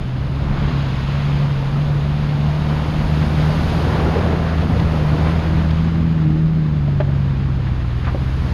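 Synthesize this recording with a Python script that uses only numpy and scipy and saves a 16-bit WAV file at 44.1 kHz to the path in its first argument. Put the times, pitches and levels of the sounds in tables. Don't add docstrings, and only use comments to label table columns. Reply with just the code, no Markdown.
import sys
import numpy as np
from scipy import signal
from scipy.fft import rfft, irfft, next_fast_len
from scipy.io import wavfile
from scipy.ndimage import uniform_filter1d

SR = 44100
rng = np.random.default_rng(int(sys.argv[2]) if len(sys.argv) > 2 else 0)


def log_audio(samples):
    frames = np.atleast_2d(samples).T
    limited = np.clip(frames, -1, 1)
    pcm = np.round(limited * 32767).astype(np.int16)
    wavfile.write(sys.argv[1], SR, pcm)


N = 376173

# time in seconds, firing rate in Hz.
THROTTLE = [(0, 64.3), (.15, 64.3), (.35, 68), (.75, 70.8), (1.4, 71.4), (2.2, 73.9), (3.5, 76.8),
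            (4.23, 81.2), (5.4, 80.8), (6, 82.3), (6.55, 79.7), (6.85, 71.6), (7.45, 66.9), (8.25, 66),
            (8.53, 61.5)]
# centre in seconds, half length in seconds, drop of the firing rate in Hz.
LUGS = [(.94, .13, 4.5), (1.62, .11, 4), (2.0, .07, 2), (2.36, .08, 2), (4.65, .09, 2.8), (5.07, .14, 6),
        (5.66, .12, 2.6), (6.28, .13, 3.6), (7.9, .24, 6.6)]
# time in seconds, rms of fundamental and of boom in dB.
DRONE = [(0, -35, -24.5), (.5, -23, -23), (.75, -30, -19), (.95, -25.5, -23), (1.38, -30, -15.5),
         (1.62, -33, -21.5), (1.82, -30, -18), (2.7, -23.5, -18.5), (2.92, -27.5, -23), (3.42, -22, -19),
         (3.7, -23.5, -21.5), (4.25, -19.5, -23.5), (4.87, -20, -21.5), (5.07, -20.5, -17),
         (5.45, -18.5, -21.5), (6.3, -25, -15), (7.3, -24.5, -19), (7.92, -23, -23.5), (8.53, -23, -23)]
# time in seconds, level in dB.
TAILPIPE = [(0, -46), (.7, -34.5), (1.9, -35), (2.5, -32), (4.4, -33.5), (5.1, -31.5), (6.6, -30),
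            (7.2, -33.5), (8.53, -45.5)]
# multiple of the firing rate, relative level in dB.
EXHAUST_ORDERS = [(1.5, -5.5), (2.5, -9), (3, -5.5), (3.5, -11.5), (4, -10), (4.5, -14.5), (5, -18.5),
                  (6, -25), (7, -24)]
# centre in Hz, half width in Hz, lift in dB.
PIPE_RESONANCES = [(235, 21, 4.5), (316, 8.8, 6.5)]
# frequency in Hz, relative level in dB.
RASP_COLOUR = [(130, -8), (185, 0), (240, -1), (270, -13), (320, -13.5), (420, -24.5)]

def engine():
    firing_hz = curves(THROTTLE)[0] - sum(drop_hz * swell(s, half_s) for s, half_s, drop_hz in LUGS)
    fundamental_db, boom_db = curves(DRONE)
    tailpipe_db, = curves(TAILPIPE)
    phase = 2 * np.pi * np.cumsum(firing_hz) / SR + 0.052 * walk(30)
    fundamental = undb(fundamental_db + 0.99 * walk(10)) * np.cos(phase)
    boom = undb(boom_db + .5 * walk(18)) * np.cos(2 * phase + .5)
    drone = -np.sqrt(2) * (fundamental + boom)
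    orders = np.zeros(N)
    for order, db in EXHAUST_ORDERS:
        lift_db = sum(peak_db / (1 + ((order * firing_hz - centre_hz) / half_hz) ** 2)
                      for centre_hz, half_hz, peak_db in PIPE_RESONANCES)
        orders += undb(db + lift_db + 3.8 * walk(9)) * np.cos(order * phase + 2 * np.pi * rng.random())
    puff = (1 + 0.52 * np.cos(phase)) ** 2
    rasp = colour(puff * rng.standard_normal(N), RASP_COLOUR)
    clatter_colour = [(200, -17), (450, -3.5), (900, 0), (1800, 0.5), (5000, -33)]
    clatter = colour(puff * rng.standard_normal(N), clatter_colour)
    return drone + undb(tailpipe_db) * (orders + undb(1.5) * rasp) + undb(fundamental_db - 22) * clatter


# time in seconds, how hard the water is stirred in dB, nearness of the wheels
# to the microphone in dB. Both are about 0 as the bow wave arrives.
WADING = [(0, -7, -6.5), (.3, -8.5, -4), (.6, -1.5, -5), (.88, -0.5, -9), (1.25, -0.8, -7.5),
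          (1.6, -4.6, -5.5), (2.2, -3.5, -7.5), (2.9, -1.5, -6), (3.4, 0, -5), (3.93, 0, 0.1),
          (4.18, -1.8, 1.5), (4.5, -2.5, -2), (5.05, -4, -1.2), (5.3, -1.4, -2.2), (5.75, -4.5, -5),
          (6.4, -10.5, -4.5), (7.6, -9, -6), (8.3, -6.5, -7.5), (8.53, -5, -5)]
# centre in seconds, half length in seconds,
# rise of the rumble in dB, rise of the burble and thrash in dB.
SLOSHES = [(0.571, 0.13, 8, -0.5), (2.224, 0.046, 1, 2), (3.05, .06, 6, 1), (4.904, 0.11, 1, 1)]
# time in seconds, level in dB.
MIST = [(0.1, -67.5), (1.14, -63), (2.3, -63.5), (3.7, -54.5), (4.45, -61), (5.3, -59.5), (6.4, -71),
        (7.67, -70), (8.53, -61.5)]
# frequency in Hz, relative level in dB.
THRASH_COLOUR = [(200, -3.5), (310, -1.5), (440, 0.5), (560, -8), (900, -28.5)]
GURGLE_COLOUR = [(350, -7), (520, 1.5), (660, 0.5), (850, -1), (1050, -6), (1600, -22)]
WASH_COLOUR = [(600, -14), (950, -3), (1200, -2.5), (1600, -5.5), (2100, -10), (3200, -21.5)]
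SPRAY_COLOUR = [(1300, -13.5), (2200, -1.5), (2800, -1), (3700, -3.5), (5100, -11), (5600, -22.5),
                (6800, -18.5), (7500, -35.5), (9000, -43)]
MIST_COLOUR = [(6000, -14), (7500, -10.5), (10000, -1), (11700, -7.5), (12600, -4), (15000, -19.5)]
FIZZ_COLOUR = [(3000, -10.5), (4600, -1.5), (5600, -7.5), (6700, -11), (7400, -25)]

def bow_wave():
    stir_db, near_db = curves(WADING)
    slosh_db = sum(db * swell(s, half_s) for s, half_s, _, db in SLOSHES)
    shallows_db = 4 * swell(2.4, half_s=0.84)
    thrash_db = -27.5 + 0.79 * stir_db + 1.44 * near_db + slosh_db
    gurgle_db = -26.5 + 0.94 * stir_db + 1.25 * near_db + shallows_db
    wash_db = -30 + 0.92 * stir_db + 0.56 * near_db
    spray_db = -37 + stir_db + .05 * near_db
    mist_db, = curves(MIST)
    surge_db = .5 * walk(11)
    thrash = foam(bubbles(256, 617, cycles=9, spread_db=2, count=1800),
                  THRASH_COLOUR, share=.3, flicker_db=1.4)
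    gurgle = foam(bubbles(496, 1014, cycles=9, spread_db=0, count=3200),
                  GURGLE_COLOUR, share=.37, flicker_db=.07)
    wash = foam(bubbles(855, 2460, cycles=11, spread_db=3.5, count=7000),
                WASH_COLOUR, share=.26, flicker_db=.5)
    spray = foam(bubbles(2000, 7000, cycles=6, spread_db=3.8, count=12000),
                 SPRAY_COLOUR, share=.081, flicker_db=.68)
    mist = foam(bubbles(7000, 14000, cycles=5, spread_db=1, count=6000),
                MIST_COLOUR, share=.2, flicker_db=0)
    fizz = undb(9.5) * colour(rng.standard_normal(N), FIZZ_COLOUR)
    body = undb(thrash_db) * thrash + undb(gurgle_db) * gurgle + undb(wash_db) * wash
    hiss = undb(spray_db) * spray + undb(mist_db) * (mist + fizz)
    return undb(surge_db) * body + undb(surge_db / 2) * hiss


def bubbles(low_hz, high_hz, cycles, spread_db, count):
    out = np.zeros(N)
    for when, faintness, pitch, life in rng.random((count, 4)):
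        hz = low_hz * (high_hz / low_hz) ** pitch
        length = max(int(cycles * (.5 + life) * SR / hz), 4)
        age = np.arange(length) / length
        ring = np.exp(-5 * age) * np.sin(2 * np.pi * hz * length / SR * age * (1 + age / 10))
        add(out, when * N / SR, ring * undb(-spread_db * np.log(faintness + .01)))
    return out


def foam(swarm, spectrum, share, flicker_db):
    blur = np.sqrt(1 - share) * colour(rng.standard_normal(N), spectrum)
    singles = np.sqrt(share) * colour(swarm, spectrum)
    return (singles + blur) * undb(flicker_db * walk(35))


# frequency in Hz, relative level in dB.
BURBLE_COLOUR = [(40, -15.5), (65, 0.5), (100, 0), (150, 1), (195, -3.5), (235, -9), (275, -10),
                 (370, -18.5), (700, -38)]
RUMBLE_COLOUR = [(6, -14.5), (20, -7.5), (35, -0.5), (55, -2), (75, -9.5), (130, -24.5)]

def churn():
    stir_db, near_db = curves(WADING)
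    slosh_db = sum(db * swell(s, half_s) for s, half_s, _, db in SLOSHES)
    burble_db = -21 + 0.36 * stir_db + 0.44 * near_db + slosh_db
    rumble_db = -30.5 + sum(db * swell(s, half_s) for s, half_s, db, _ in SLOSHES)
    burble = undb(burble_db + 1.2 * walk(8.1)) * colour(rng.standard_normal(N), BURBLE_COLOUR)
    rumble = undb(rumble_db) * colour(rng.standard_normal(N), RUMBLE_COLOUR)
    return burble + rumble


# start in seconds, peak level before muffling in dB, pitch ratio, contact time in seconds.
KNOCKS = [(.705, -14.5, .42, .008), (4.329, -13, .72, .006), (5.147, -12, .78, .007),
          (6.881, -19.5, 1.05, .003), (7.002, -8.5, 1, .003), (7.007, -15, 1, .004),
          (7.016, -19, 1.05, .008), (7.079, -23, .95, .006), (7.099, -23, 1, .003), (8.147, -13, .9, .002),
          (8.157, -16, .6, .003)]
# frequency in Hz, relative level in dB, time to fall 60 dB in seconds.
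STONE_MODES = [(395, 2, 0.068), (480, -35, 0.032), (607, 8.5, 0.055), (843, -6.5, 0.095),
               (1183, -17.5, 0.074), (1440, -30, 0.035), (2100, -16, 0.014)]

def stone_knocks():
    out, t = np.zeros(N), np.arange(SR // 5) / SR
    for start_s, db, ratio, contact_s in KNOCKS:
        ring = sum(undb(mode_db - 60 * t / t60) * np.sin(2 * np.pi * hz * ratio * t)
                   for hz, mode_db, t60 in STONE_MODES)
        push = .017 * rng.standard_normal(len(t)) * np.exp(-t / contact_s)
        push[0] += 1
        knock = signal.fftconvolve(push, ring)[:len(t)]
        add(out, start_s, undb(db) * knock / np.abs(knock).max())
    return out


# start in seconds, level before muffling in dB, rise time in seconds, centre in Hz.
SLAPS = [(4.61, -38, .008, 3000), (4.795, -32, .004, 2900), (5.25, -29.5, .018, 1150),
         (5.705, -34, .004, 3100), (7.001, -29, .005, 1400), (7.66, -38, .008, 1400),
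         (8.04, -33, .014, 1600), (8.066, -27, .012, 950)]

def water_slaps():
    out, t = np.zeros(N), np.arange(SR // 3) / SR
    for start_s, db, rise_s, hz in SLAPS:
        noise = rng.standard_normal(len(t))
        burst = unit(band(band(noise, hz, width_hz=hz), hz, width_hz=hz))
        envelope = t / rise_s * np.exp(1 - t / rise_s)
        add(out, start_s, undb(db) * burst * envelope)
    return out


# time in seconds, firing rate in Hz, level of the fundamental at the microphone in dB.
FOLLOWER = [(5.8, 100.8, -48), (6.4, 102.1, -38.5), (6.83, 99, -24), (6.94, 95.54, -22),
            (7.65, 92.9, -24.5), (7.95, 80, -20.5), (8.28, 79.5, -23), (8.53, 80.5, -17)]
# multiple of the firing rate, level against the fundamental in dB.
FOLLOWER_ORDERS = [(2, -12), (3, -19.5), (3.5, -19.5), (4, -22.5)]

def following_engine():
    firing_hz, level_db = curves(FOLLOWER)
    phase = 2 * np.pi * np.cumsum(firing_hz) / SR
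    overtones = sum(undb(db + 1.5 * walk(8.2)) * np.sin(order * phase) for order, db in FOLLOWER_ORDERS)
    return undb(level_db + 0.58 * walk(8.2)) * (np.sin(phase) + overtones)


def muffle(x, hz):
    return signal.sosfilt(signal.butter(4, hz, fs=SR, output="sos"), x)


def undb(db):
    return 10 ** (np.asarray(db) / 20)


def unit(x):
    return x / np.sqrt(np.mean(x ** 2) + 1e-18)


def curves(table):
    times, *columns = np.transpose(table)
    return [np.interp(np.arange(N) / SR, times, column) for column in columns]


def colour(x, spectrum):
    hz, db = np.transpose(spectrum)
    size = next_fast_len(N)
    log_hz = np.log(np.arange(size // 2 + 1) * SR / size + 1e-3)
    beyond = np.maximum(log_hz - np.log(hz[-1]), 0) + np.maximum(np.log(hz[0]) - log_hz, 0)
    gain = undb(np.interp(log_hz, np.log(hz), db) - 40 * beyond)
    return unit(irfft(rfft(x, size) * gain, size)[:N])


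def band(x, hz, width_hz):
    return signal.lfilter(*signal.iirpeak(hz, hz / width_hz, fs=SR), x)


def walk(rate):
    hold = int(SR / rate)
    steps = rng.standard_normal(2048)[np.arange(N) // hold % 2048]
    return unit(uniform_filter1d(steps, hold))


def swell(s, half_s):
    return np.exp(-((np.arange(N) / SR - s) / half_s) ** 2)


def add(out, start_s, sound):
    i = int(start_s * SR)
    out[i:i + len(sound)] += sound[:N - i]


def scene():
    wading = engine() + following_engine() + churn() + bow_wave()
    impacts = muffle(stone_knocks() + water_slaps(), hz=4800)
    return (wading + impacts)[None]


def record(dry):
    top_hz = 15400
    return signal.sosfilt(signal.ellip(8, .2, 70, top_hz, fs=SR, output="sos"), dry)


dry = scene()
out = record(dry)
log_audio(out)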